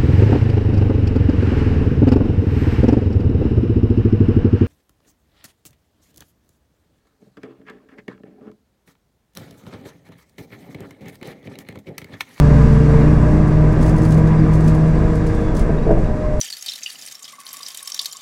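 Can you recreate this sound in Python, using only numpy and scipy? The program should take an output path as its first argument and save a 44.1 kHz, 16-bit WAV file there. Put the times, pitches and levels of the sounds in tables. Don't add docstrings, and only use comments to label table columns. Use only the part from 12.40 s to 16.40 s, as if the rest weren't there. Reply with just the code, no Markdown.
import sys
import numpy as np
from scipy import signal
from scipy.fft import rfft, irfft
from scipy.io import wavfile
from scipy.ndimage import uniform_filter1d

SR = 44100
rng = np.random.default_rng(int(sys.argv[2]) if len(sys.argv) > 2 else 0)


def generate_wav(signal):
    frames = np.transpose(np.atleast_2d(signal))
    scaled = np.clip(frames, -1, 1) * 32767
    pcm = np.round(scaled).astype(np.int16)
    wavfile.write(sys.argv[1], SR, pcm)


N = 176400

# (time [s], pitch [Hz])
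DRIVELINE_PITCH = [(0, 146.9), (.5, 149.9), (1, 152.7), (1.5, 156.1), (2, 156.8), (2.6, 157.8),
                   (3.1, 156.2), (3.6, 153.9), (4, 152.5)]
# (time [s], level [dB])
HARMONIC_1 = [(0, -11), (.7, -15.5), (.85, -16), (1.2, -14.5), (1.5, -17.5), (1.75, -11.5), (2.4, -14),
              (2.85, -21), (3.05, -32), (3.4, -21.5), (4, -40)]
HARMONIC_2 = [(0, -24), (.3, -45), (.47, -26.5), (.9, -18.5), (1.15, -26.5), (1.6, -23.5), (2.6, -26),
              (3.1, -27.5), (3.4, -37.5), (4, -39)]
HARMONIC_3 = [(0, -26.5), (.62, -23.5), (.8, -37.5), (2.1, -30), (2.4, -36.5), (2.65, -28.5), (3.05, -28),
              (3.3, -38), (4, -46)]
HARMONIC_4 = [(0, -31.5), (.6, -36.5), (.9, -29.5), (1.9, -39), (2.6, -33.5), (3, -40.5), (3.65, -36),
              (3.77, -27.5), (4, -26.5)]

def driveline(fifth_db=-51.5, flutter_db=1.17, overtone_flutter_db=2.5, wow=.003):
    pitch = curve(DRIVELINE_PITCH) * (1 + wow * walk(25.09))
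    phase = 2 * np.pi * np.cumsum(pitch) / SR
    levels = [curve(HARMONIC_1), curve(HARMONIC_2), curve(HARMONIC_3), curve(HARMONIC_4), fifth_db]
    hum = 0
    for harmonic, db in enumerate(levels, start=1):
        flutter = (flutter_db if harmonic == 1 else overtone_flutter_db) * walk(27.96)
        hum += undb(db + flutter) * np.sin(harmonic * phase + 2 * np.pi * rng.random())
    return np.sqrt(2) * hum


# (time [s], firing rate [Hz], level [dB])
FIRING = [(0, 62, -13.5), (.5, 61.8, -16), (.8, 60.2, -17.5), (1.12, 58, -21.5), (1.4, 56.85, -19.5),
          (2.2, 56, -20), (2.6, 53.5, -22.5), (2.9, 51.8, -22.5), (3.2, 44.86, -25.5), (3.5, 39, -34),
          (4, 31, -22)]
# (multiple of the firing rate, relative level [dB])
ENGINE_ORDERS = [(.5, -33), (1, 0.5), (1.5, -20), (2, -3), (3, -14.5), (3.5, -7.5), (4, -11.5), (4.5, -14)]

def engine(rough_db=1, jitter=.0036):
    firing_hz = curve(FIRING) * (1 + jitter * walk(15))
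    phase = 2 * np.pi * np.cumsum(firing_hz) / SR
    boom = 0
    for order, db in ENGINE_ORDERS:
        boom += undb(db - rough_db * walk(14)) * np.sin(order * phase + 2 * np.pi * rng.random())
    return np.sqrt(2) * boom * undb(curve(FIRING, axis=2))


# (frequency [Hz], relative density [dB])
ROAD_SPECTRUM = [(8, -7.5), (18, 6.5), (30, 2), (70, -5.5), (120, -3.5), (170, -6.5), (220, -5),
                 (280, -12.5), (440, -13), (560, -17.5), (650, -19.5), (820, -22.5), (1150, -22.5),
                 (1450, -28), (1750, -30), (2500, -36), (3100, -44.5), (5000, -46.5), (8000, -51.5),
                 (10500, -60), (13000, -70), (16000, -72)]
# (time [s], bass gain [dB], middle gain [dB], treble gain [dB])
ROAD_BALANCE = [(0, 0, 3, 2.5), (.8, 1.5, 1, -0.5), (1.3, 2.5, 0.5, -2), (2.2, 1, 1, -1.5),
                (2.9, 0, -1.5, -1.5), (3.3, 1, -2, -4.5), (3.6, 1, -3.5, -4.5), (4, -4, -5.5, -6.5)]
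# (centre [Hz], half-width [Hz], level before the treble gain [dB])
TRIM_RESONANCES = [(973, 41, -47.5), (1252, 23, -53), (1660, 99, -43.5), (4880, 130, -72)]

def road(gain_db=-16.5, swell_db=.42, flicker_db=.77):
    hz = np.arange(N // 2 + 1) * SR / N
    octave = np.log2((hz + 1) / 16)
    tyres = noise(ROAD_SPECTRUM)
    bass, middle, treble = (curve(ROAD_BALANCE, axis) for axis in (1, 2, 3))
    swell = swell_db * walk(6.3)
    direct, echoed = rfft(tyres), rfft(cabin(tyres))
    bands = [(0, direct)] * 2 + [(bass, direct)] * 4 + [(middle, echoed)] * 2 + [(treble, echoed)] * 3
    rumble = trim = 0
    for k, (db, spectrum) in enumerate(bands):
        band = irfft(spectrum * np.maximum(1 - abs(octave - k), 0), N)
        rumble += band * undb(db + swell + flicker_db * walk(24.72))
    for centre, width, db in TRIM_RESONANCES:
        ringing = irfft(rfft(rng.standard_normal(N)) / (1 + ((hz - centre) / width) ** 2), N)
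        trim += undb(db) * ringing / ringing.std()
    return undb(gain_db) * rumble + trim * undb(treble)


# (time [s], relative level [dB])
FITTING_STRIKES = [(1.078, -10), (1.325, -11), (1.412, -6), (1.427, -1.5), (1.462, -2.5), (1.479, -5),
                   (1.493, -3), (1.564, -9), (1.581, -4.5), (1.618, -7), (1.632, -7), (1.65, -2),
                   (1.659, -13), (1.688, -8), (1.706, -4), (1.721, -1), (1.742, -7), (1.777, -6),
                   (1.872, -8.5), (2.116, -14), (2.135, -4.5), (2.153, -8), (2.207, -8.5), (2.243, -8),
                   (2.262, -9), (2.278, -0.5), (2.294, -11), (2.349, -6.5), (2.478, -14), (2.754, -7.5),
                   (2.772, -20), (2.867, -6), (2.947, -9), (3.009, -14), (3.15, -6), (3.167, -1),
                   (3.193, -2), (3.212, -10), (3.51, -13), (3.585, -16)]
# (frequency [Hz], relative level [dB], t60 [s])
FITTING_MODES = [(4800, -2, .12), (5308, -1, 0.11), (5350, -13, 0.12), (6330, 0, 0.14), (6150, -3, .13),
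                 (7600, -9, .1), (8000, -9, 0.1), (9900, -5, .12), (9600, -5, .1), (11750, -9, .08)]
# (frequency [Hz], relative density [dB])
CRACK_SPECTRUM = [(1500, -21), (3000, -4), (4700, -1), (8500, -2.5), (11500, -8.5), (13000, -20),
                  (16000, -11)]

def fitting(crack_db=-36, ring_db=-49, rise_s=.0019, crack_t60_s=.028, graze_lead_s=.0044):
    power = 0
    for start, db in FITTING_STRIKES:
        graze = undb(-4.5) * blow(start - graze_lead_s, rise_s, crack_t60_s)
        strike = blow(start, rise_s, crack_t60_s)
        cabin_tail = undb(-6.5) * blow(start, rise_s, t60=.18)
        power += undb(db) ** 2 * (graze ** 2 + strike ** 2 + cabin_tail ** 2)
    grain = undb(-.5 * walk(1500))
    cracks = np.sqrt(power) * grain * noise(CRACK_SPECTRUM)
    return undb(crack_db) * cracks + undb(ring_db) * ring(FITTING_STRIKES, FITTING_MODES, rise_s)


# (time [s], frequency [Hz], level [dB])
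BODY_HEAVES = [(3.207, 35.2, -8.5), (3.47, 37.7, -7.5), (3.645, 34, -15), (3.858, 41.56, -12)]
# (time [s], relative level [dB])
PANEL_KNOCKS = [(3.289, -8.5), (3.464, -7.5), (3.491, -5), (3.504, -1), (3.522, -7), (3.572, -11)]
# (frequency [Hz], relative level [dB], t60 [s])
PANEL_MODES = [(190, -13, 0.095), (324, -3.5, 0.18), (437.4, 4, 0.09), (520, -24, 0.064), (590, -7, 0.19),
               (659, -1.5, 0.086), (700, -6, 0.055), (750, -6, 0.047), (944, -7, 0.034), (1515, -22, 0.072)]

def bumps(knock_db=-8):
    t = np.arange(N) / SR
    heave = 0
    for start, hz, db in BODY_HEAVES:
        heave += undb(db) * blow(start, rise=.008, t60=.34) * np.sin(2 * np.pi * hz * (t - start))
    return heave + undb(knock_db) * ring(PANEL_KNOCKS, PANEL_MODES, rise=.0047)


# (time [s], length [s], pitch [Hz], level [dB])
TRIM_SQUEAKS = [(.3, .08, 10650, -59), (1.978, .04, 4850, -53), (3.372, .025, 3700, -50),
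                (3.426, .025, 3830, -53), (3.593, 0.023, 3780, -70), (3.64, .09, 3860, -63),
                (3.835, 0.034, 1060, -33)]

def squeaks():
    t = np.arange(N) / SR
    out = 0
    for start, length, hz, db in TRIM_SQUEAKS:
        arch = np.sin(np.pi * np.clip((t - start) / length, 0, 1))
        out += undb(db) * arch * whistle(hz, wobble=.0121)
    return out


# (time [s], pitch [Hz], level [dB])
TURBO_GLIDE = [(2.4, 4200, -74), (2.65, 3930, -73), (2.9, 3690, -60), (3.08, 3430, -57), (3.3, 3150, -72)]

def turbo():
    t = np.arange(N) / SR
    sounding = (t > TURBO_GLIDE[0][0]) & (t < TURBO_GLIDE[-1][0])
    return whistle(curve(TURBO_GLIDE), wobble=.0045) * undb(curve(TURBO_GLIDE, axis=2)) * sounding


def cabin(x, echo_gain=.34, t60=.11):
    t = np.arange(SR // 6) / SR
    tail = rng.standard_normal(len(t)) * undb(-60 * t / t60)
    echo = signal.fftconvolve(x, tail / np.linalg.norm(tail))[:N]
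    return (x + echo_gain * echo) / np.hypot(1, echo_gain)


def ring(hits, modes, rise, size=16000):
    out, t = np.zeros(N + size), np.arange(size) / SR
    for start, hit_db in hits:
        tone = 0
        for hz, db, t60 in modes:
            tone += undb(db - 60 * t / t60) * np.sin(2 * np.pi * (hz * t + rng.random()))
        i = int(start * SR)
        out[i:i + size] += undb(hit_db) * np.minimum(t / rise, 1) * tone
    return out[:N]


def blow(start, rise, t60):
    age = np.maximum(np.arange(N) / SR - start, 0)
    return np.minimum(age / rise, 1) * undb(-60 * np.maximum(age - rise, 0) / t60)


def whistle(hz, wobble):
    pitch = hz * (1 + wobble * walk(200))
    return np.sqrt(2) * np.sin(2 * np.pi * np.cumsum(pitch) / SR)


def noise(points):
    rows, hz = np.array(points, float), np.arange(N // 2 + 1) * SR / N
    shape_db = np.interp(np.log(hz + 1), np.log(rows[:, 0]), rows[:, 1])
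    y = irfft(rfft(rng.standard_normal(N)) * undb(shape_db), N)
    return y / y.std()


def walk(rate):
    hold = int(SR / rate)
    steps = np.repeat(rng.standard_normal(N // hold + 1), hold)
    y = uniform_filter1d(uniform_filter1d(steps, hold), hold)[:N]
    return y / y.std()


def curve(table, axis=1):
    rows = np.array(table, float)
    return np.interp(np.arange(N) / SR, rows[:, 0], rows[:, axis])


def undb(db):
    return 10 ** (np.asarray(db) / 20)


def scene():
    return (driveline() + engine() + turbo() + road() + fitting() + squeaks() + bumps())[None]


def record(dry, top_hz=15800):
    rounded = dry / (1 + dry ** 8) ** (1 / 8)
    return signal.sosfilt(signal.ellip(10, .2, 80, top_hz, fs=SR, output="sos"), rounded)


dry = scene()
out = record(dry)
generate_wav(out)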